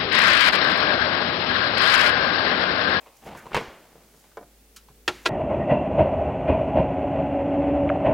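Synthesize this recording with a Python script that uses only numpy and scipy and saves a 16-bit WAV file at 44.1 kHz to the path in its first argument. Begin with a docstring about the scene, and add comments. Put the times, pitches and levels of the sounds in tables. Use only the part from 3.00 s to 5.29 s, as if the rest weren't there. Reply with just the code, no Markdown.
"""A refrigerator door is pulled open in a kitchen: its rubber seal peels, leaks air and lets go with a double pop.
The door swings out, the hum of the motor grows, and containers knock twice against a shelf as a hand shifts things.
Rubbing (seal, hand, sleeve, swing) is made of random tiny slips, filtered to a tone colour.
Hits are a sharp click plus dying noise, some with ringing sine waves; thuds are sines alone.
Hum is steady sines, air is filtered noise, and the room's echo is noise that follows the energy fed to it."""
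import sys
import numpy as np
from scipy import signal
from scipy.fft import rfft, irfft, next_fast_len
from scipy.io import wavfile
from scipy.ndimage import uniform_filter1d

SR = 44100
rng = np.random.default_rng(int(sys.argv[2]) if len(sys.argv) > 2 else 0)


def to_wav(s):
    """Save 16-bit WAV."""
    ch = np.atleast_2d(s).T  # columns
    pcm = np.round(np.clip(ch, -1, 1) * 32767)  # PCM
    wavfile.write(sys.argv[1], SR, pcm.astype(np.int16))


N = 101077  # length in samples
T = np.arange(N) / SR  # time in seconds


def from_db(db):
    """Turn decibels into a gain."""
    return 10 ** (np.asarray(db) / 20)


def rms_one(x):
    """Scale to an average power of one."""
    return x / np.sqrt(np.mean(x ** 2) + 1e-20)


def level(curve):
    """Draw a gain over time through (t/s, level/dB) points."""
    return from_db(np.interp(T, *np.transpose(curve)))


def at_hz(points, hz):
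    """Read a table between its points, with pitch on a log scale as the ear hears it."""
    f, v = np.transpose(points)
    return np.interp(np.log(hz + 1), np.log(f), v)


def around(shape, hz):
    """Move a spectrum shape to a centre frequency."""
    return [(max(k * hz, 1), db) for k, db in shape]


def noise():
    """White noise: every frequency equally strong."""
    return rng.standard_normal(N)


def colour(x, spectrum):
    """Filter a sound to a spectrum without smearing it ahead in time; white noise keeps its power."""
    n = 2 * next_fast_len(len(x) // 2 + 4096)
    hz = np.arange(n // 2 + 1) * SR / n
    gain = rms_one(from_db(at_hz(spectrum, hz)))
    # folding the cepstrum makes the filter respond as early as it can
    cepstrum = irfft(np.log(gain + 1e-9))
    cepstrum[1:n // 2] *= 2
    cepstrum[n // 2 + 1:] = 0
    response = np.exp(rfft(cepstrum))
    return irfft(rfft(x, n) * response)[:len(x)]


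def octaves(x):
    """Split a sound into overlapping octave bands that add back up to it: (centre in Hz, band)."""
    spectrum = rfft(x)
    hz = np.arange(len(x) // 2 + 1) * SR / len(x)
    octave = np.log2(np.clip(hz, 64, 16384))  # the end bands take all that lies beyond
    return [(2. ** k, irfft(spectrum * np.maximum(0, 1 - abs(octave - k)), len(x))) for k in range(6, 15)]


def fade(t60, size):
    """Die away by 60 dB in t60 seconds."""
    return np.exp(-np.log(1000) * T[:size] / t60)


def dying_noise(t60s, size=16384):
    """Stand in for countless crowded resonances: bands of noise, each dying at its own rate."""
    bands = octaves(rng.standard_normal(size))
    return sum(band * fade(at_hz(t60s, hz), size) for hz, band in bands)


def ring(hz, t60, size=16384):
    """Ring one resonance: a sine wave that dies away."""
    return np.sin(2 * np.pi * hz * T[:size]) * fade(t60, size)


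def ring_all(modes):
    """Ring several (f/Hz, level/dB, t60/s) resonances, every other one flipped in sign."""
    return sum(from_db(db) * (-1) ** k * ring(hz, t60) for k, (hz, db, t60) in enumerate(modes))


def blow(spectrum, t60s, modes, crack_db, dense_db):
    """Hit a body: a sharp crack, its crowded resonances and its few strong ones."""
    x = from_db(dense_db) * dying_noise(t60s)
    x[0] += from_db(crack_db)
    return colour(x, spectrum) + ring_all(modes)


def place(x, s, db):
    """Put a short sound at its time with its gain."""
    return from_db(db) * np.pad(x, (max(0, int(s * SR)), N))[:N]


def grains(per_s, spread_db):
    """Friction as random tiny slips of uneven size, scaled to unit power."""
    sizes = from_db(spread_db * np.minimum(rng.exponential(1, N), 4)) * rng.choice([-1, 1], N)
    slips = rng.random(N) < per_s / SR
    return rms_one(sizes * slips)


def lag(x, seconds):
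    """Smooth a signal so that it follows changes slowly."""
    r = np.exp(-1 / (seconds * SR))
    return signal.lfilter([1 - r], [1, -r], x)


def background():
    """The motor's hum is steady sines; its fan and the still air of the room are filtered noise."""
    # loudness of motor and fan together: t/s, level/dB
    hum_curve = [(0, -63), (.15, -69), (.85, -68.5), (1, -60.5), (1.25, -65), (1.5, -58), (2.0, -56),
                 (2.29, -53.5)]
    # steady tones of the motor: f/Hz, level/dB
    hum_lines = [(53.6, -2), (210, -25.5), (447, -18)]
    # spectrum of the cold-air fan: f/Hz, level/dB
    fan_spectrum = [(60, -7), (110, -17), (160, -5.5), (215, 6.5), (290, -1), (420, 1), (600, -7),
                    (900, -31), (3000, -32)]
    # spectrum of the room's air: f/Hz, level/dB
    air_spectrum = [(30, -13), (80, -13), (200, -16), (400, -16), (700, -28), (1600, -21.5), (5000, -23.5),
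                    (15800, -24)]
    fan_db, air_db = -8, -61  # the fan is set against the hum
    hum = sum(np.sqrt(2) * from_db(db) * np.sin(2 * np.pi * (hz * T + rng.random())) for hz, db in hum_lines)
    fan = from_db(fan_db) * colour(noise(), fan_spectrum)
    air = from_db(air_db) * colour(noise(), air_spectrum)
    return level(hum_curve) * (hum + fan) + air


def side_hiss():
    """Faint filtered noise, later given opposite signs in the two ears so that it sounds wide."""
    # spectrum: f/Hz, level/dB
    side_spectrum = [(18, -30), (30, -0.5), (256, -3.5), (292, -2), (332, -7), (443, -1.5), (518, -7.5),
                     (3320, -6), (15500, -4)]
    return from_db(-62) * colour(noise(), side_spectrum)


def grip():
    """The hand settles on the handle: skin rubs in many tiny slips."""
    # loudness: t/s, level/dB
    grip_curve = [(0, -55.5), (.055, -59.5), (.068, -49), (.1, -56), (.13, -59), (.2, -65), (.25, -82)]
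    # spectrum: f/Hz, level/dB
    grip_spectrum = [(100, -31), (250, -5), (550, 3), (1000, 2.5), (1600, -11), (2300, -4), (4000, -16),
                     (12000, -37)]
    return level(grip_curve) * colour(grains(5500, spread_db=4.0), grip_spectrum)


def sleeve():
    """A sleeve rustles as the arm moves: cloth rubs in tiny slips."""
    # loudness: t/s, level/dB
    sleeve_curve = [(0, -65), (.13, -77), (.165, -59), (.21, -68), (.27, -57), (.35, -78), (.375, -52),
                    (.41, -63.5), (.9, -89), (1.12, -70), (1.19, -62), (1.28, -70), (1.35, -91),
                    (2.08, -87), (2.15, -61), (2.21, -60), (2.29, -56)]
    # spectrum: f/Hz, level/dB
    sleeve_spectrum = [(2000, -26), (4500, -3), (6600, 1), (8500, -4), (11000, -3.5), (15000, -7)]
    return level(sleeve_curve) * colour(grains(3000, spread_db=3.8), sleeve_spectrum)


def taps():
    """Small things tap each other: a click and short noise around each one's own pitch."""
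    # taps: t/s, level/dB, pitch f/Hz
    tap_times = [(0.061, -50, 930), (1.2405, -50.5, 820), (1.3153, -57, 1500), (1.885, -51, 1110)]
    # spectrum: multiple of the pitch, level/dB
    tap_shape = [(.2, -29), (.65, -1), (1, 6), (1.5, -10), (4, -17), (12, -46)]
    # time to die by 60 dB: f/Hz, t60/s
    tap_t60 = [(500, 0.035), (4000, 0.09)]
    return sum(place(blow(around(tap_shape, hz), tap_t60, [], crack_db=16, dense_db=1), s, db)
               for s, db, hz in tap_times)


def peeling():
    """The seal comes off the frame in uneven clumps of tiny slips, as the rubber catches and lets go."""
    # pull on the seal, heard as the level of its peeling: t/s, level/dB
    peel_curve = [(.2, -90), (.22, -50.5), (.245, -50.5), (.265, -39.5), (.288, -40.5), (.33, -43.5),
                  (.36, -42), (.39, -54), (.44, -51), (.505, -48.5), (.52, -41.5), (.542, -44), (.56, -69)]
    # spectrum: f/Hz, level/dB
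    peel_spectrum = [(24, -14), (40, -4), (234, -0.5), (276, -5.5), (425, 0), (653, -2), (809, 1.5),
                     (912, -5), (1540, -14), (1700, -13), (2610, -14), (4200, -23), (12000, -46.5),
                     (15600, -83), (22000, -120)]
    catch_db, catch_per_s = 0.5, 160  # strength and speed of the unevenness
    catch = rms_one(uniform_filter1d(noise(), max(2, int(SR / catch_per_s))))
    unevenness = from_db(catch_db * np.clip(catch, -2, 2))
    slips = grains(4000, spread_db=2.5)
    return colour(level(peel_curve) * unevenness * slips, peel_spectrum)


def thuds():
    """The heavy door shudders: a low tone that dies quickly."""
    # shudders: t/s, level/dB
    thud_times = [(.275, -52), (0.546, -34), (0.679, -38.5)]
    return sum(place(ring(56, t60=0.065), s, db) for s, db in thud_times)


def pops():
    """The seal snaps free in places, the last of it almost at once, and each snap sets the door ringing."""
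    # snaps: t/s, level/dB
    pop_times = [(0.287, -44.5), (0.3175, -43.5), (0.35, -38.5), (0.4574, -43), (.467, -37),
                 (0.5456, -17.5), (.5470, -23.5), (0.5667, -16), (.575, -25.5), (0.6126, -32)]
    # spectrum of the door: f/Hz, level/dB
    door_spectrum = [(29, -50), (50, -17.5), (201, -2.5), (310, -12), (466, 3.5), (525, -2.5), (790, -7.5),
                     (1000, 0.5), (1250, -9), (1470, -7.5), (2020, -27.5), (2220, -15.5), (4560, -24.5),
                     (6380, -30), (15500, -45)]
    # time to die by 60 dB: f/Hz, t60/s
    door_t60 = [(100, 0.12), (500, 0.082), (2000, 0.05), (10000, 0.053)]
    # strong resonances: f/Hz, level/dB, t60/s
    door_modes = [(156, -21, 0.091), (210, -22, 0.058), (458, -20, 0.22), (990, -18.5, 0.12),
                  (986, 2.5, 0.015), (1088, -20, 0.096), (1176, -15.5, 0.11), (2090, -16, 0.05)]
    return sum(place(blow(door_spectrum, door_t60, door_modes, crack_db=18, dense_db=-3), s, db)
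               for s, db in pop_times)


def leaks():
    """Air slips through the opening seal: puffs of noise around a pitch, quick to start and slower to fade."""
    # puffs: t/s, fade length/s, level/dB, centre f/Hz
    leak_times = [(0.365, 0.092, -45, 1560), (.516, 0.017, -37, 1030), (0.53, 0.018, -35.5, 2300),
                  (0.547, 0.069, -27, 2220)]
    # spectrum: multiple of the centre, level/dB
    leak_shape = [(.25, -6), (.65, -3.5), (1, 4), (1.45, -5), (2.3, -16), (6.5, -49)]
    out = 0
    for s, length, db, hz in leak_times:
        puff = np.interp(T, [s, s + 0.0028, s + length], [0, 1, 0])
        out = out + from_db(db) * colour(noise(), around(leak_shape, hz)) * puff
    return out


def steps():
    """Soft steps and shifts of weight on the floor: dull noise that dies away."""
    # steps: t/s, level/dB
    step_times = [(0.461, -46), (.95, -53), (1.141, -60), (1.408, -52.5), (1.897, -53)]
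    # spectrum: f/Hz, level/dB
    step_spectrum = [(50, -39), (100, -5), (155, 5.5), (230, -11), (500, -8), (2000, -51)]
    # time to die by 60 dB: f/Hz, t60/s
    step_t60 = [(100, 0.21), (1000, 0.19)]
    return sum(place(colour(dying_noise(step_t60), step_spectrum), s, db) for s, db in step_times)


def ripping():
    """The last stretch of seal rips away in a short burst of crackle."""
    # spectrum: f/Hz, level/dB
    rip_spectrum = [(100, -15), (450, -10), (1200, 5.5), (2400, 6), (4500, -10), (7000, -17), (15000, -29)]
    start_s, length_s, rip_db = .5435, 0.026, -24.5
    burst = np.interp(T, [start_s, start_s + 0.0018, start_s + length_s], [0, 1, 0])
    return from_db(rip_db) * colour(burst * grains(1200, spread_db=3.5), rip_spectrum)


def swing():
    """The swinging door and its load rustle faintly, in sparse tiny slips."""
    # loudness: t/s, level/dB
    swing_curve = [(.6, -67), (.85, -59.5), (.96, -57.5), (1.08, -62.5), (1.17, -63), (1.3, -64),
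                   (1.5, -85)]
    # spectrum: f/Hz, level/dB
    swing_spectrum = [(53, -42), (90, -7), (154, 0.5), (309, -3), (606, -2), (1020, -11), (1100, -9),
                      (1750, -14), (9000, -25.5), (11700, -68), (19800, -120)]
    return level(swing_curve) * colour(grains(900, spread_db=2.3), swing_spectrum)


def bumps():
    """Things in the door bin bump dully and make the bin ring."""
    # bumps: t/s, level/dB
    bump_times = [(0.954, -54), (1.002, -58), (1.143, -56), (1.371, -32.5), (1.4109, -48.5), (1.428, -48.5),
                  (1.903, -58.5)]
    # spectrum of the bin: f/Hz, level/dB
    bin_spectrum = [(100, -22), (250, -9.5), (450, -4), (800, -4.5), (1500, -7.5), (2300, -26), (5000, -26),
                    (14000, -38)]
    # time to die by 60 dB: f/Hz, t60/s
    bin_t60 = [(200, 0.28), (700, 0.065), (2000, 0.083), (8000, 0.025)]
    # strong resonances: f/Hz, level/dB, t60/s
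    bin_modes = [(442, 2, 0.079), (582, 0.5, 0.062), (698, -8.5, 0.18), (763, -7, 0.079),
                 (1017, -6.5, 0.12), (1500, -10.5, 0.052), (1820, -19, .07), (2272, -18, 0.12)]
    return sum(place(blow(bin_spectrum, bin_t60, bin_modes, crack_db=9, dense_db=-1.5), s, db)
               for s, db in bump_times)


def ticks():
    """A light piece of plastic ticks: a bright click and short noise."""
    # ticks: t/s, level/dB
    tick_times = [(1.7623, -42), (1.767, -43)]
    # spectrum: f/Hz, level/dB
    tick_spectrum = [(530, -53), (900, -15), (1320, -4), (2100, -13), (3140, -1), (3580, -12), (3890, -4),
                     (5240, -3.5), (15500, -13.5)]
    # time to die by 60 dB: f/Hz, t60/s
    tick_t60 = [(1000, 0.15), (4000, .1), (12000, 0.066)]
    return sum(place(blow(tick_spectrum, tick_t60, [], crack_db=9, dense_db=-0.5), s, db)
               for s, db in tick_times)


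def shelf():
    """Each knock is a quick run of contacts: a clatter, plus shelf tones whose mix depends on the place hit."""
    # contacts: t/s, level/dB, place along the shelf 0-1, how squarely it sets the shelf ringing 0-1
    knock_times = [(2.0784, -15, 0, 0.73), (2.0812, -18, 0.2, 0.18), (2.0872, -26, 0, 0.5),
                   (2.2519, -37, 0.7, 0), (2.257, -22, 1, 0.12), (2.2597, -17.5, 1, 0.9),
                   (2.2626, -19.5, 1, 0.05), (2.271, -25, 1, 0)]
    # spectrum of the clatter: f/Hz, level/dB
    shelf_spectrum = [(41, -33), (70, -14.5), (193, -19), (333, 2), (547, -3.5), (962, -2.5), (1210, -3),
                      (1380, -1.5), (1980, -6.5), (2120, -4.5), (2600, -1.5), (4090, -5.5), (5010, -9.5),
                      (12900, -31.5), (15500, -42)]
    # time for the clatter to die by 60 dB: f/Hz, t60/s
    shelf_t60 = [(100, 0.28), (350, .11), (1000, 0.077), (3000, .06), (10000, 0.056)]
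    # shelf tones: f/Hz, level/dB if struck at one end, level/dB at the other, t60/s
    shelf_modes = [(363.6, -12.5, -8, 0.17), (637, -19, -9.5, 0.14), (842, -9.5, -34, 0.12),
                   (946, -10, -4, 0.056), (1055, -31, -1, 0.046), (1376, -0.5, -0.5, 0.061),
                   (1636, -40, -4.5, 0.081), (1793, -3.5, -15, 0.043), (1962, -14, -5, 0.09),
                   (2596, -9, -7.5, 0.023), (3150, -26, -2, 0.036), (3620, -18, -10, 0.068),
                   (4000, -28, -6.5, 0.05), (4630, -19, -9, 0.039)]
    out = 0
    for s, db, where, square in knock_times:
        where = np.clip(where, 0, 1)
        tones = ring_all([(hz, a + (b - a) * where, t60) for hz, a, b, t60 in shelf_modes])
        clatter = blow(shelf_spectrum, shelf_t60, [], crack_db=11, dense_db=-2.0)
        out = out + place(clatter + square * tones, s, db)
    return out


def kitchen(x):
    """Echo of the room: each band stores the energy it is fed and loses it at its own rate."""
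    # time to die by 60 dB: f/Hz, t60/s
    room_t60 = [(100, 0.32), (500, 0.7), (2000, 0.69), (5000, 0.5), (12000, 0.18)]
    # strength of the echo: f/Hz, level/dB
    room_spectrum = [(60, -4.5), (280, 4), (550, -1), (1000, -2.5), (3000, 1), (6000, -1.5), (14000, 3)]
    build_s = 0.016  # the echo swells this slowly
    size, out = next_fast_len(N + 8192), 0
    sound_bands = octaves(np.pad(x, (0, size - N)))
    noise_bands = octaves(rng.standard_normal(size))
    for (hz, band), (_, field) in zip(sound_bands, noise_bands):
        fed = lag(band ** 2, build_s)
        stored = lag(fed, at_hz(room_t60, hz) / np.log(10 ** 6))
        out = out + from_db(at_hz(room_spectrum, hz)) * np.sqrt(stored) * rms_one(field)
    return out[:N]


def scene():
    """All sounds stand in the centre; only the hiss spreads."""
    seal = peeling() + ripping()
    door = thuds() + pops() + leaks() + swing()
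    items = taps() + bumps() + ticks()
    knocks = shelf()
    person = grip() + sleeve() + steps()
    # how much of each group feeds the room's echo
    send = from_db(-11) * seal + from_db(-11.5) * door + from_db(-19.5) * items + from_db(-18) * knocks
    mid = seal + door + items + knocks + person + kitchen(send) + background()
    side = side_hiss()
    return np.array([mid + side, mid - side])


def record(dry):
    """Cut the top of the treble steeply, above 16 kHz."""
    low_pass = signal.ellip(12, .1, 70, 16000, fs=SR, output="sos")
    return signal.sosfilt(low_pass, dry)


dry = scene()
out = record(dry)
to_wav(out)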